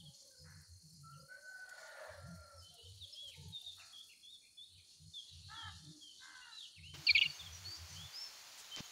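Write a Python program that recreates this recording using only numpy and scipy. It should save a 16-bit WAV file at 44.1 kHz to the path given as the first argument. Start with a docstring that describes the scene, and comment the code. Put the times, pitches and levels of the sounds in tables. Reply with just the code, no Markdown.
"""Small birds whistle in the palms at dawn, and late on one chatters close by: gliding, roughened tones.
Far across the village fields a rooster crows (tone and rasp) and crows caw (rattling harmonics).
Insects trill without pause as pulsing bands; leaves and still air are coloured noise.
A soft low rumble of two resonances comes and goes as the camera is swung round; a hand rustles and taps.
Late on a broad hiss opens up, and the camera's microphone keeps nothing above its band limit."""
import sys
import numpy as np
from scipy import signal
from scipy.fft import rfft, irfft, next_fast_len
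from scipy.io import wavfile
from scipy.ndimage import uniform_filter1d, map_coordinates

SR = 44100
rng = np.random.default_rng(int(sys.argv[2]) if len(sys.argv) > 2 else 0)


def materialize(psi):
    """Save the field psi as 16-bit PCM at rate SR to the path in sys.argv[1].

    A 1-D psi becomes a single channel; in a 2-D psi each row is a channel.
    """
    bounded = np.clip(np.atleast_2d(psi).T, -1, 1)
    quanta = np.round(bounded * 32767).astype(np.int16)
    wavfile.write(sys.argv[1], SR, quanta)


N = 392931  # samples


def amp(db):
    """Decibels to gain."""
    return 10 ** (np.asarray(db) / 20)


def unit(x):
    """Scale to rms 1."""
    return x / np.sqrt(np.mean(x ** 2) + 1e-20)


def along(points, hz):
    """Interpolate (f/Hz, value) points on a log frequency axis."""
    f, v = np.transpose(points)
    return np.interp(np.log(hz + 1), np.log(f + 1), v)


def curve(rows):
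    """One value per sample from (t/s, value) points."""
    s, values = np.transpose(rows)
    return np.interp(np.arange(N) / SR, s, values)


def wobble(rate, size=N):
    """A smooth random curve, rate knots a second."""
    knots = rng.standard_normal(4096)
    return map_coordinates(knots, [np.arange(size) * rate / SR], mode="wrap")


def filtered(x, response):
    """Filter x by a gain that is a function of frequency."""
    m = next_fast_len(len(x) + 8192)
    hz = np.fft.rfftfreq(m, 1 / SR)
    return irfft(rfft(x, m) * response(hz), m)[:len(x)]


def noise(spectrum):
    """Noise of rms 1 with the given colour."""
    return unit(filtered(rng.standard_normal(N), lambda hz: amp(along(spectrum, hz))))


def resonant_noise(centre_hz, width_hz):
    """Noise of rms 1 in one steep-sided resonance, 11.6 dB down half a width from its centre."""
    def resonance(hz):
        return 1 / (1 + ((hz - centre_hz) / width_hz * 2) ** 2) ** 1.93
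    return unit(filtered(rng.standard_normal(N), resonance))


def shimmer(spectrum, patchy_db):
    """Coloured noise of rms 1 that swells in small patches of time and pitch, like many blurred calls."""
    z = signal.stft(noise(spectrum), nperseg=512)[2]
    field = uniform_filter1d(rng.standard_normal(z.shape), 3, axis=0)  # across pitch
    field = uniform_filter1d(field, 14, axis=1)  # across time
    return unit(signal.istft(z * amp(patchy_db * unit(field)), nperseg=512)[1][:N])


def swells(rows, rise_db_per_s, fall_db_per_s):
    """Gain of (t/s, length/s, level/dB) events that each rise, hold and die away."""
    t = np.arange(N) / SR
    gain = np.zeros(N)
    for s, length, db in rows:
        near = slice(max(int((s - 1) * SR), 0), int((s + length + 1) * SR))
        before = np.maximum(s - t[near], 0)
        after = np.maximum(t[near] - s - length, 0)
        drop = rise_db_per_s * before + fall_db_per_s * after
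        gain[near] = np.maximum(gain[near], amp(db - drop))
    return gain


def add(track, s, sound):
    """Mix a sound in at time s."""
    part = track[max(round(s * SR), 0):][:len(sound)]
    part += sound[:len(part)]


def glide(length, start_hz, middle_hz, end_hz, jitter, jitter_rate, edge):
    """Phase and envelope of one call whose pitch arcs through three points."""
    u = np.linspace(0, 1, max(int(length * SR), 16))
    hz = np.polyval(np.polyfit([0, .5, 1], [start_hz, middle_hz, end_hz], 2), u)
    hz = hz * (1 + jitter * wobble(jitter_rate, size=len(u)))
    return 2 * np.pi * np.cumsum(hz) / SR, signal.windows.tukey(len(u), np.clip(edge, 0, 1))


# how long the trees' longer tail takes to die by 60 dB: f/Hz, t60/s
GROVE_T60 = [(200, 1), (1000, 0.77), (3000, 0.62), (8000, 0.22)]


def grove(x, near_db, tail_db, near_t60):
    """Fronds scatter a sound at once; the trees around answer with a longer tail."""
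    hz, t, z = signal.stft(rng.standard_normal(SR), SR, nperseg=256)
    decay = amp(-60 * t / along(GROVE_T60, hz)[:, None])
    tail = signal.istft(z * decay, SR, nperseg=256)[1][:SR]
    near = rng.standard_normal(SR) * amp(-60 * np.arange(SR) / SR / near_t60)
    echo = amp(near_db) * near / np.linalg.norm(near) + amp(tail_db) * tail / np.linalg.norm(tail)
    return x + signal.fftconvolve(x, echo)[:N]


WARBLE_HZ = 48  # rough notes shake in pitch this often


def song(notes, jitter, jitter_rate, flutter_db, edge, second_db, rasp_hz, warble=0):
    """Each note is a gliding tone; roughness spreads energy into a noisy band, warble shakes its pitch."""
    out = np.zeros(N)
    for s, length, start, middle, end, db, rough in notes:
        phase, swell = glide(length, start, middle, end, jitter, jitter_rate, edge)
        size = len(phase)
        share = np.clip(rough, 0, 1) ** 2  # of the energy that is noisy
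        shake = np.sin(2 * np.pi * WARBLE_HZ * np.arange(size) / SR)
        phase = phase + warble * share ** 0.58 * middle / WARBLE_HZ * shake
        rasp = wobble(rasp_hz, size=size) * np.sin(phase) + wobble(rasp_hz, size=size) * np.cos(phase)
        tone = np.sin(phase) + amp(second_db) * np.sin(2 * phase)
        voice = np.sqrt(1 - share) * tone + np.sqrt(share) * rasp / np.sqrt(2)
        add(out, s, voice * swell * amp(db + flutter_db * wobble(116.5, size=size)))
    return out


# whistled notes in the palms, and at 7.115 s a lingering echo of the near bird's chatter: t/s, length/s, start
# f/Hz, middle f/Hz, end f/Hz, level/dB before the echo, roughness/0-1
WHISTLE_NOTES = [(0, 0.021, 3420, 3150, 2900, -58, 0.3), (0.05, 0.043, 3390, 3290, 3010, -59, 0.1),
                 (0.37, 0.09, 5240, 5080, 4940, -62, 0.2), (0.71, 0.07, 6300, 6320, 6200, -66.5, 0.3),
                 (0.94, 0.034, 4680, 4970, 5070, -63.5, 0), (1.12, 0.058, 3140, 2910, 2800, -72, 0.5),
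                 (1.195, 0.024, 4730, 4900, 5070, -59.5, 0.3), (2.575, 0.033, 5550, 5250, 5000, -57, 0),
                 (2.61, 0.12, 3094, 3050, 3200, -61.5, 0), (2.77, 0.12, 2880, 3000, 3130, -60, 0.24),
                 (3.005, 0.052, 3920, 3610, 3060, -50, 0), (3.124, 0.02, 5500, 5250, 4800, -49.5, 0.05),
                 (3.14, 0.18, 3014, 3357, 2795, -51.5, 0.13), (3.31, 0.053, 2870, 2445, 2030, -58.5, 1),
                 (3.52, 0.074, 3860, 3670, 3554, -45.5, 0.08),
                 (3.635, 0.079, 3860, 3664, 3525, -47.5, 0.17), (3.79, 0.048, 2930, 2590, 2400, -58, 0.7),
                 (3.92, 0.12, 3490, 3290, 3730, -55, 0.47), (4.085, 0.069, 2770, 2590, 2410, -61.5, 0.78),
                 (4.22, 0.11, 3410, 3450, 3930, -57.5, 0.24), (4.31, 0.062, 3830, 3560, 3300, -55, 0),
                 (4.41, 0.083, 2490, 2365, 2610, -68, 0.45), (4.565, 0.094, 3525, 3494, 3890, -53, 0),
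                 (4.775, 0.034, 2600, 2430, 2320, -67, 0.4), (5.13, 0.086, 3674, 3455, 3150, -47.5, 0.1),
                 (5.535, 0.16, 3600, 3220, 3080, -52.5, 0), (6, 0.14, 3380, 3160, 2970, -56.5, 0.22),
                 (6.335, 0.031, 4100, 3650, 2950, -65, 0.2), (6.41, .06, 2820, 2814, 2820, -60, 0.25),
                 (6.5, 0.11, 2860, 2780, 2800, -65, 0.25), (6.51, 0.11, 3955, 3970, 3590, -50.5, 0.07),
                 (6.58, 0.099, 3860, 3346, 2680, -52.5, 0.62),
                 (6.755, 0.045, 3070, 2510, 2060, -57.9, 0.56),
                 (6.817, 0.13, 2340.0, 3024, 3060, -54.5, 0.1), (6.94, 0.028, 3200, 2950, 2700, -58.5, 0.2),
                 (7.115, 0.2, 4710, 4520, 4585, -51, 0.36), (7.298, 0.013, 4560, 4570, 4080, -41.5, 0),
                 (7.34, 0.042, 6300, 6390, 6300, -54.5, 0), (7.39, 0.035, 3780, 3510, 3270, -47.5, 0.04),
                 (7.457, 0.026, 3530, 3300, 3100, -52, 0), (7.52, 0.048, 6000, 5930, 5530, -50.5, 0.05),
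                 (7.637, 0.13, 4190, 4565, 4700, -47.5, 0.03), (7.75, 0.025, 5180, 5100, 5600, -51, 0.9),
                 (7.88, 0.073, 5950, 6000, 5720, -56.5, 0), (7.942, 0.144, 2900, 3330, 3520, -53.5, 0.22),
                 (8.12, 0.17, 4500, 5360, 5050, -46.5, 0), (8.712, 0.05, 3065, 3123, 3060, -46, 0),
                 (8.84, 0.028, 6730, 6620, 6600, -57, 0.2)]


def whistles():
    """Small birds whistle gliding tones, some of them rough, scattered by the palms."""
    # warble: share of the pitch at full roughness
    notes = song(WHISTLE_NOTES, jitter=0.0081, jitter_rate=244, flutter_db=1.0, edge=0.4,
                 second_db=-34, rasp_hz=604, warble=0.051)
    return grove(notes, near_db=-8, tail_db=-8.5, near_t60=.2)


# faint low tones: far calls, and one low bump as the hiss opens:
# t/s, length/s, start f/Hz, middle f/Hz, end f/Hz, level/dB before the gain and echo
LOW_TONES = [(0, 0.14, 840, 822, 810, -82.5), (0, 0.34, 537, 554, 542, -80.5),
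             (0.219, 0.28, 561, 515, 490, -74), (0.3, 0.1, 1530, 1543, 1520, -78.5),
             (1.143, 0.36, 550, 539.5, 656, -69.5), (1.469, 0.37, 750, 751, 760, -69),
             (1.783, 0.46, 640, 592, 575, -64.5), (2.202, 0.43, 701, 616, 513, -67),
             (2.698, 0.11, 696, 705, 670, -72.5), (2.755, 0.14, 491, 459, 473, -71.5),
             (3.044, 0.14, 572, 580, 615, -78.5), (3.22, 0.101, 580, 565, 510, -73),
             (3.335, 0.2, 908, 882, 878, -72), (3.365, 0.11, 482, 449, 420, -71.5),
             (3.618, 0.067, 735, 726, 690, -77), (3.989, 0.1, 1278, 1310, 1330, -82),
             (5.559, 0.06, 302, 308, 296, -75), (5.825, 0.18, 296.5, 308, 289, -70.5),
             (6.262, 0.083, 305, 306, 300, -80), (6.944, 0.11, 356, 337, 323, -68),
             (7.2, 0.094, 339, 330, 330, -73), (7.658, 0.13, 345, 337, 325, -72.5)]


def faint_low_tones():
    """Far calls, and one low bump as the hiss opens: tones equally rough and unsteady in level."""
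    rough_notes = [(*row, .45) for row in LOW_TONES]
    tones = song(rough_notes, jitter=0.021, jitter_rate=150, flutter_db=3.5, edge=0.3,
                 second_db=-17.5, rasp_hz=109.3)
    return amp(0.5) * grove(tones, near_db=-6, tail_db=-10.5, near_t60=0.018)


# insect bands: f/Hz, width/Hz, pulse rate/Hz, pulse swing either way/dB, level/dB
INSECT_BANDS = [(4500, 550, 32, -4, -87), (9210, 3900, 23, 1.9, -74)]


def insects():
    """Many small stridulators merge into pulsing bands."""
    out = np.zeros(N)
    for hz, width, rate, depth_db, db in INSECT_BANDS:
        stroke = np.cos(2 * np.pi * np.cumsum(rate * (1 + .008 * wobble(0.89))) / SR)
        out += amp(db) * unit(resonant_noise(hz, width) * amp(depth_db * stroke))
    return out


# one cricket: f/Hz, pulse rate/Hz, level/dB
CRICKET_VOICE = (4290, 47.6, -71.5)


def cricket():
    """Each wing stroke gives a short burst of a slightly wandering tone, over a little resonant noise."""
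    hz, rate, db = CRICKET_VOICE
    stroke = np.cos(np.pi * np.cumsum(rate * (1 + .005 * wobble(2))) / SR) ** 4
    tone = np.sin(2 * np.pi * np.cumsum(hz + 60 * wobble(150)) / SR)
    trill = stroke * tone * amp(1.5 * wobble(30))
    return amp(db) * unit(trill + .22 * resonant_noise(hz, 330))


# the two low resonances: f/Hz, width/Hz of the pitch wander
MODES = [(88, 12.94), (152, 28.37)]
# bursts of rumble: t/s, length/s, lower mode level/dB, upper mode level/dB, before the mode gain
BURSTS = [(0, 0.093, -69, -56.5), (0.412, 0.2, -63, -61), (0.71, 0.05, -56, -85), (0.855, 0.38, -70, -60.5),
          (2.115, 0.34, -58.5, -78), (2.242, 0.1, -73, -53), (2.556, .07, -57.5, -87),
          (2.697, .03, -71.5, -68), (2.845, 0.2, -59, -76), (3.277, .08, -66, -89),
          (3.392, 0.12, -55, -55.5), (3.67, .2, -74, -88), (4.716, 0.076, -66, -80.5),
          (5.019, 0.068, -58.5, -62.5), (5.33, .21, -57, -67.5), (5.653, .12, -56, -63.5),
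          (5.808, .1, -69, -58), (6.791, .11, -59, -62.5), (6.941, 0.056, -61, -57.5),
          (7.116, 0.065, -55.5, -71), (7.251, 0.043, -63, -59), (7.418, 0.28, -58, -68),
          (7.795, 0.061, -55, -68), (7.905, 0.15, -53.5, -59.5)]


def rumble():
    """Each burst stirs two low resonances that wander in pitch; the upper one has an overtone."""
    bursts = np.array(BURSTS)
    gains = [swells(zip(*bursts.T[:2], levels), rise_db_per_s=646, fall_db_per_s=452)
             for levels in bursts.T[2:]]
    out = amp(-30.5) * gains[1] * resonant_noise(306, 170)  # overtone
    for gain, (hz, width) in zip(gains, MODES):
        phase = 2 * np.pi * np.cumsum(hz + width / 2 * wobble(35)) / SR
        tone = np.sin(phase) * amp(2.34 * wobble(30))
        out += amp(-1.0) * gain * unit(tone + 0.29 * resonant_noise(hz, 4 * width))
    return out


# colour of the far birds together: f/Hz, relative level/dB per Hz
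FAR_BIRD_COLOUR = [(2200, -31), (2750, -12), (3150, -6.5), (3900, -0.5), (4600, -6), (5500, -49)]
# bouts in which they sing together: t/s, length/s, level/dB
SINGING_BOUTS = [(0, 0.17, -74), (1.75, 0.37, -70.5), (2.78, 1.03, -65), (4.75, 0.18, -67),
                 (5.3, 0.45, -60.5), (6.2, 0.57, -64.5), (7.1, .12, -59), (8.6, .3, -64)]


def far_birds():
    """Distant song blurs into patchy coloured noise that swells in bouts."""
    gain = swells(SINGING_BOUTS, rise_db_per_s=99, fall_db_per_s=58)
    return gain * shimmer(FAR_BIRD_COLOUR, patchy_db=4.0)


def far_chorus(low_hz=4600, high_hz=7300, count=300):
    """Many distant chirps, blurred by the trees into a shimmering band."""
    out = np.zeros(N)
    for when, length, pitch, slope in rng.random((count, 4)):
        u = np.linspace(0, 1, int((.04 + .08 * length) * SR))
        hz = (low_hz + (high_hz - low_hz) * pitch) * (1 - 0.1 * (slope - .4) * u)
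        add(out, when * N / SR, np.sin(np.pi * u) * np.sin(2 * np.pi * np.cumsum(hz) / SR))
    return amp(-75.5) * unit(grove(out, near_db=-3.5, tail_db=6, near_t60=0.24))


# colour of the stirring leaves: f/Hz, relative level/dB per Hz
LEAF_COLOUR = [(3600, -25), (4300, 6.5), (4700, 3), (5200, 0.5), (7000, 0.5), (8000, -10.5), (11000, -13.5),
               (12500, -23), (16000, -39)]
# how much they stir: t/s, level/dB before the flutter
LEAF_STIR = [(0, -65.5), (1.37, -71), (1.7, -65.5), (2.4, -69.5), (3.8, -66.5), (4.35, -75.5),
             (5.15, -67.5), (5.55, -62), (6.05, -64.5), (6.9, -68.5), (7.2, -64), (8.9, -64)]


def leaves():
    """Stirring leaves give treble noise whose level flutters."""
    level_db = curve(LEAF_STIR) + 1.6 * wobble(60) + 2.4 * wobble(9.3)
    return amp(level_db) * shimmer(LEAF_COLOUR, patchy_db=1.7)


# leaf ticks: t/s, level/dB before the 10 dB lift
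TICK_LEVEL = [(0, -87.5), (3.8, -85), (4.15, -83), (4.25, -93), (6.8, -107)]
LEAF_RATE = 200  # mean ticks a second


def leaf_ticks():
    """Tiny dry ticks of uneven size, heard in the top of the treble."""
    sizes = amp(3.0 * np.minimum(rng.exponential(size=N), 3))
    ticks = (rng.random(N) < LEAF_RATE / SR) * sizes
    bursts = signal.lfilter([1], [1, -np.exp(-1 / (0.005 * SR))], ticks)  # 5 ms decay
    dry = noise([(4000, -19), (7000, -3.0), (10000, 6.0), (16000, -7.0)])
    return amp(curve(TICK_LEVEL) + 10.0) * unit(bursts * dry)


# colour of the still air: f/Hz, relative level/dB per Hz
AIR_COLOUR = [(20, -19), (45, -1.5), (70, 0), (150, -5), (300, -7), (600, -14), (1200, -22), (3500, -19),
              (8000, -18), (16000, -25.5)]


def air():
    """Still air over the fields: faint noise, strongest in the bass."""
    return amp(-80.5) * shimmer(AIR_COLOUR, patchy_db=-1.5)


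# crows far off: t/s, length/s, start f/Hz, middle f/Hz, end f/Hz, level/dB before the echo,
# roughness/0-1, beak resonance f/Hz, fade over the call/dB
CAW_CALLS = [(0.43, .25, 440, 518, 475, -63.5, 0.9, 2100, 13),
             (3.76, 0.22, 646, 661, 622, -64.5, 0.6, 700, 13),
             (5.475, .25, 382, 455, 372, -57, .24, 1050, -2.5),
             (6.185, .4, 508, 505, 412, -55, .2, 1400, 10)]
# the crow's throat: f/Hz, gain/dB
CROW_THROAT = [(300, -76), (600, -20), (820, -3.5), (1000, -6), (1250, -2.5), (1800, 5.5), (2100, -11),
               (2500, -16), (4000, -38), (7000, -49)]


def crows(rattle_hz=80, rattle_depth=0.53):
    """A caw is a harmonic stack, chopped by a slower rattle and shaped by throat and beak."""
    out = np.zeros(N)
    for s, length, start, middle, end, db, rough, beak_hz, fade_db in CAW_CALLS:
        phase, swell = glide(length, start, middle, end, 0.088 * rough, 500, 0.39)
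        size = len(phase)
        rattle = 1 + rattle_depth * np.cos(phase * rattle_hz / middle)
        stack = unit(rattle * sum(np.sin(k * phase) for k in range(1, 9)))
        hoarse_air = 1.6 * np.sqrt(rough) * rattle * rng.standard_normal(size)

        def throat_and_beak(hz):
            return amp(along(CROW_THROAT, hz)) / np.hypot(1, (hz - beak_hz) / 700)
        voice = unit(filtered(stack + hoarse_air, throat_and_beak))
        add(out, s, amp(db - np.linspace(0, fade_db, size)) * swell * voice)
    return grove(out, near_db=-3.5, tail_db=-12, near_t60=0.11)


# the rooster's syllables: t/s, length/s, start f/Hz, middle f/Hz, end f/Hz, level/dB before the echo,
# rasp over tone at start/dB, at end/dB
ROOSTER_SYLLABLES = [(1.028, .21, 663, 679, 670, -64.5, -24, -25),
                     (1.28, 0.14, 732, 762, 737, -55, -25, -2), (1.43, 0.76, 754, 727, 683, -57, -27, 26),
                     (2.159, 0.48, 683, 688.5, 649, -67, -6, -5)]
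# its clear tone: multiple of the pitch, relative level/dB
ROOSTER_PARTIALS = [(1, -21), (2, 8), (3, -48), (4, -30)]
# its rasp: f/Hz, relative level/dB
ROOSTER_RASP = [(350, -39), (550, 6), (700, 0), (950, -8), (1300, -4.5), (1750, 5.5), (2050, -3),
                (2500, -17), (3600, -18), (5000, -33)]
ATTACK_S, RELEASE_S = 0.025, 0.099


def rooster():
    """Four syllables of tone and rasp; rasp grows in the second and takes over the long third."""
    out = np.zeros(N)
    rasp = shimmer(ROOSTER_RASP, patchy_db=3.5)
    for s, length, start, middle, end, db, first_db, last_db in ROOSTER_SYLLABLES:
        phase, _ = glide(length, start, middle, end, jitter=0.018, jitter_rate=200, edge=0)
        size = len(phase)
        t = np.arange(size) / SR
        swell = np.clip(np.minimum(t / ATTACK_S, (length - t) / RELEASE_S), 0, 1)
        tone = unit(sum(amp(level) * np.sin(k * phase) for k, level in ROOSTER_PARTIALS))
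        hoarse = amp(np.linspace(first_db, last_db, size))
        voice = (tone + hoarse * rasp[int(s * SR):][:size]) / np.hypot(1, hoarse)
        add(out, s, amp(db) * swell * voice)
    return grove(out, near_db=-5.5, tail_db=-6, near_t60=0.14)


# dry rustles: t/s, length/s, level/dB
DRY_RUSTLES = [(1.688, 0.015, -55), (3.259, 0.062, -60.5), (3.503, 0.0096, -71), (3.78, 0.033, -66),
               (8.56, 0.075, -56)]
# dull noise bursts, one as the hiss opens, one a finger scrape: t/s, length/s, level/dB
DULL_BURSTS = [(6.935, 0.029, -53.5), (8.7628, 0.051, -48.5)]
# a click and a bump: t/s, length/s, f/Hz, level/dB
CLICK_AND_BUMP = [(8.7628, .0004, 5000, -26), (8.802, .009, 170, -38)]


def rustles_bursts_and_taps():
    """Windowed noise for a hand's rustles, a dull burst and a scrape; brief tones for a click and a bump."""
    out = np.zeros(N)
    dry_colour = noise([(1500, -13), (4000, -5), (7000, 4), (10000, -6), (15000, -17)])
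    dull_colour = noise([(200, 1.5), (1000, -0.5), (6000, -0.5), (9000, -29), (15000, -30)])
    for rows, colour, edge in (DRY_RUSTLES, dry_colour, 1), (DULL_BURSTS, dull_colour, .5):
        for s, length, db in rows:
            size = int(length * SR)
            add(out, s, amp(db) * signal.windows.tukey(size, edge) * colour[int(s * SR):][:size])
    t = np.arange(SR // 10) / SR
    for s, length, hz, db in CLICK_AND_BUMP:
        swell = np.sin(np.pi * np.minimum(t / length, 1)) ** 2
        add(out, s, amp(db) * swell * np.sin(2 * np.pi * hz * t))
    return out


# colour of the hiss: f/Hz, relative level/dB per Hz
HISS_COLOUR = [(59, -61), (100, -19), (129, -17), (166, -22), (412, -12.5), (809, -5.5), (1090, -5.5),
               (1310, -4.5), (2090, -5), (3060, -3.5), (3940, -4.5), (5300, -4.5), (6820, -5),
               (8250, -19.5), (15600, -15.5)]
HISS_OPENS_S, HISS_RISE_S = 6.94, 0.0051
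HISS_SPLIT_HZ, HISS_WAVER_DB = 350, 1.5  # below the split the hiss wavers


def hiss():
    """A broad hiss that opens abruptly; its low part wavers."""
    opened = np.clip((np.arange(N) / SR - HISS_OPENS_S) / HISS_RISE_S, 0, 1)
    broad = noise(HISS_COLOUR)
    low = filtered(broad, lambda hz: 1 / (1 + (hz / HISS_SPLIT_HZ) ** 4))
    wavering = low * amp(HISS_WAVER_DB * wobble(13))
    return amp(-57.5) * opened * (broad - low + wavering)


# the near bird's two overlapping voices: t/s, length/s, start f/Hz, middle f/Hz, end f/Hz,
# level/dB before windpipe, gain and echo, roughness (held to 1 at most)
CHATTER_NOTES = [(7.066, 0.023, 4880, 4400, 4050, -25, 0.06), (7.067, 0.021, 2930, 2770, 2700, -30, 0.23),
                 (7.086, 0.028, 3950, 3890, 3550, -35, 1.1), (7.087, 0.0244, 2410, 2343, 2140, -19.5, 0.1),
                 (7.1, 0.0162, 4700, 4500, 4020, -22.5, 0.1), (7.146, 0.044, 3370, 3550, 3500, -35, 0.9),
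                 (7.147, 0.0325, 2786, 2270, 2280, -21, 0.2), (7.155, 0.015, 4740, 4460, 4230, -32, 0.1),
                 (7.179, 0.0058, 3520, 3170, 3020, -21.5, 0.5), (7.185, 0.009, 2900, 2840, 2740, -25, 0.2),
                 (7.211, 0.02, 2910, 2910, 2920, -22.5, 0.54),
                 (7.217, 0.028, 2554, 2310, 2240, -23.5, 0.26), (7.222, 0.033, 4780, 4290, 4000, -40, 0.1),
                 (7.241, 0.031, 2930, 2854, 2720, -31, 0.4)]
# its windpipe: f/Hz, gain/dB
BIRD_WINDPIPE = [(1600, -58), (2100, -16), (2400, -2.5), (4900, -2.5), (5500, -15), (7000, 3), (9000, -30)]


def chatter():
    """One bird close to the microphone: two quick voices shaped by the windpipe, with little echo."""
    notes = song(CHATTER_NOTES, jitter=0.016, jitter_rate=1120, flutter_db=2.5, edge=0.37,
                 second_db=-22, rasp_hz=1564)
    voice = filtered(notes, lambda hz: amp(along(BIRD_WINDPIPE, hz)))
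    return amp(.8) * grove(voice, near_db=-15, tail_db=-25, near_t60=.06)


def scene():
    """Near and far birds over the morning's background."""
    birds = whistles() + crows() + rooster() + chatter()
    small_life = insects() + cricket()
    background = far_birds() + far_chorus() + leaves() + leaf_ticks() + air()
    low_sounds = faint_low_tones() + rumble()
    return (birds + small_life + background + low_sounds + rustles_bursts_and_taps() + hiss())[None]


TOP_HZ = 15750


def record(dry):
    """The camera's microphone keeps nothing above its band limit."""
    return filtered(dry[0], lambda hz: hz < TOP_HZ)[None]


dry = scene()
out = record(dry)
materialize(out)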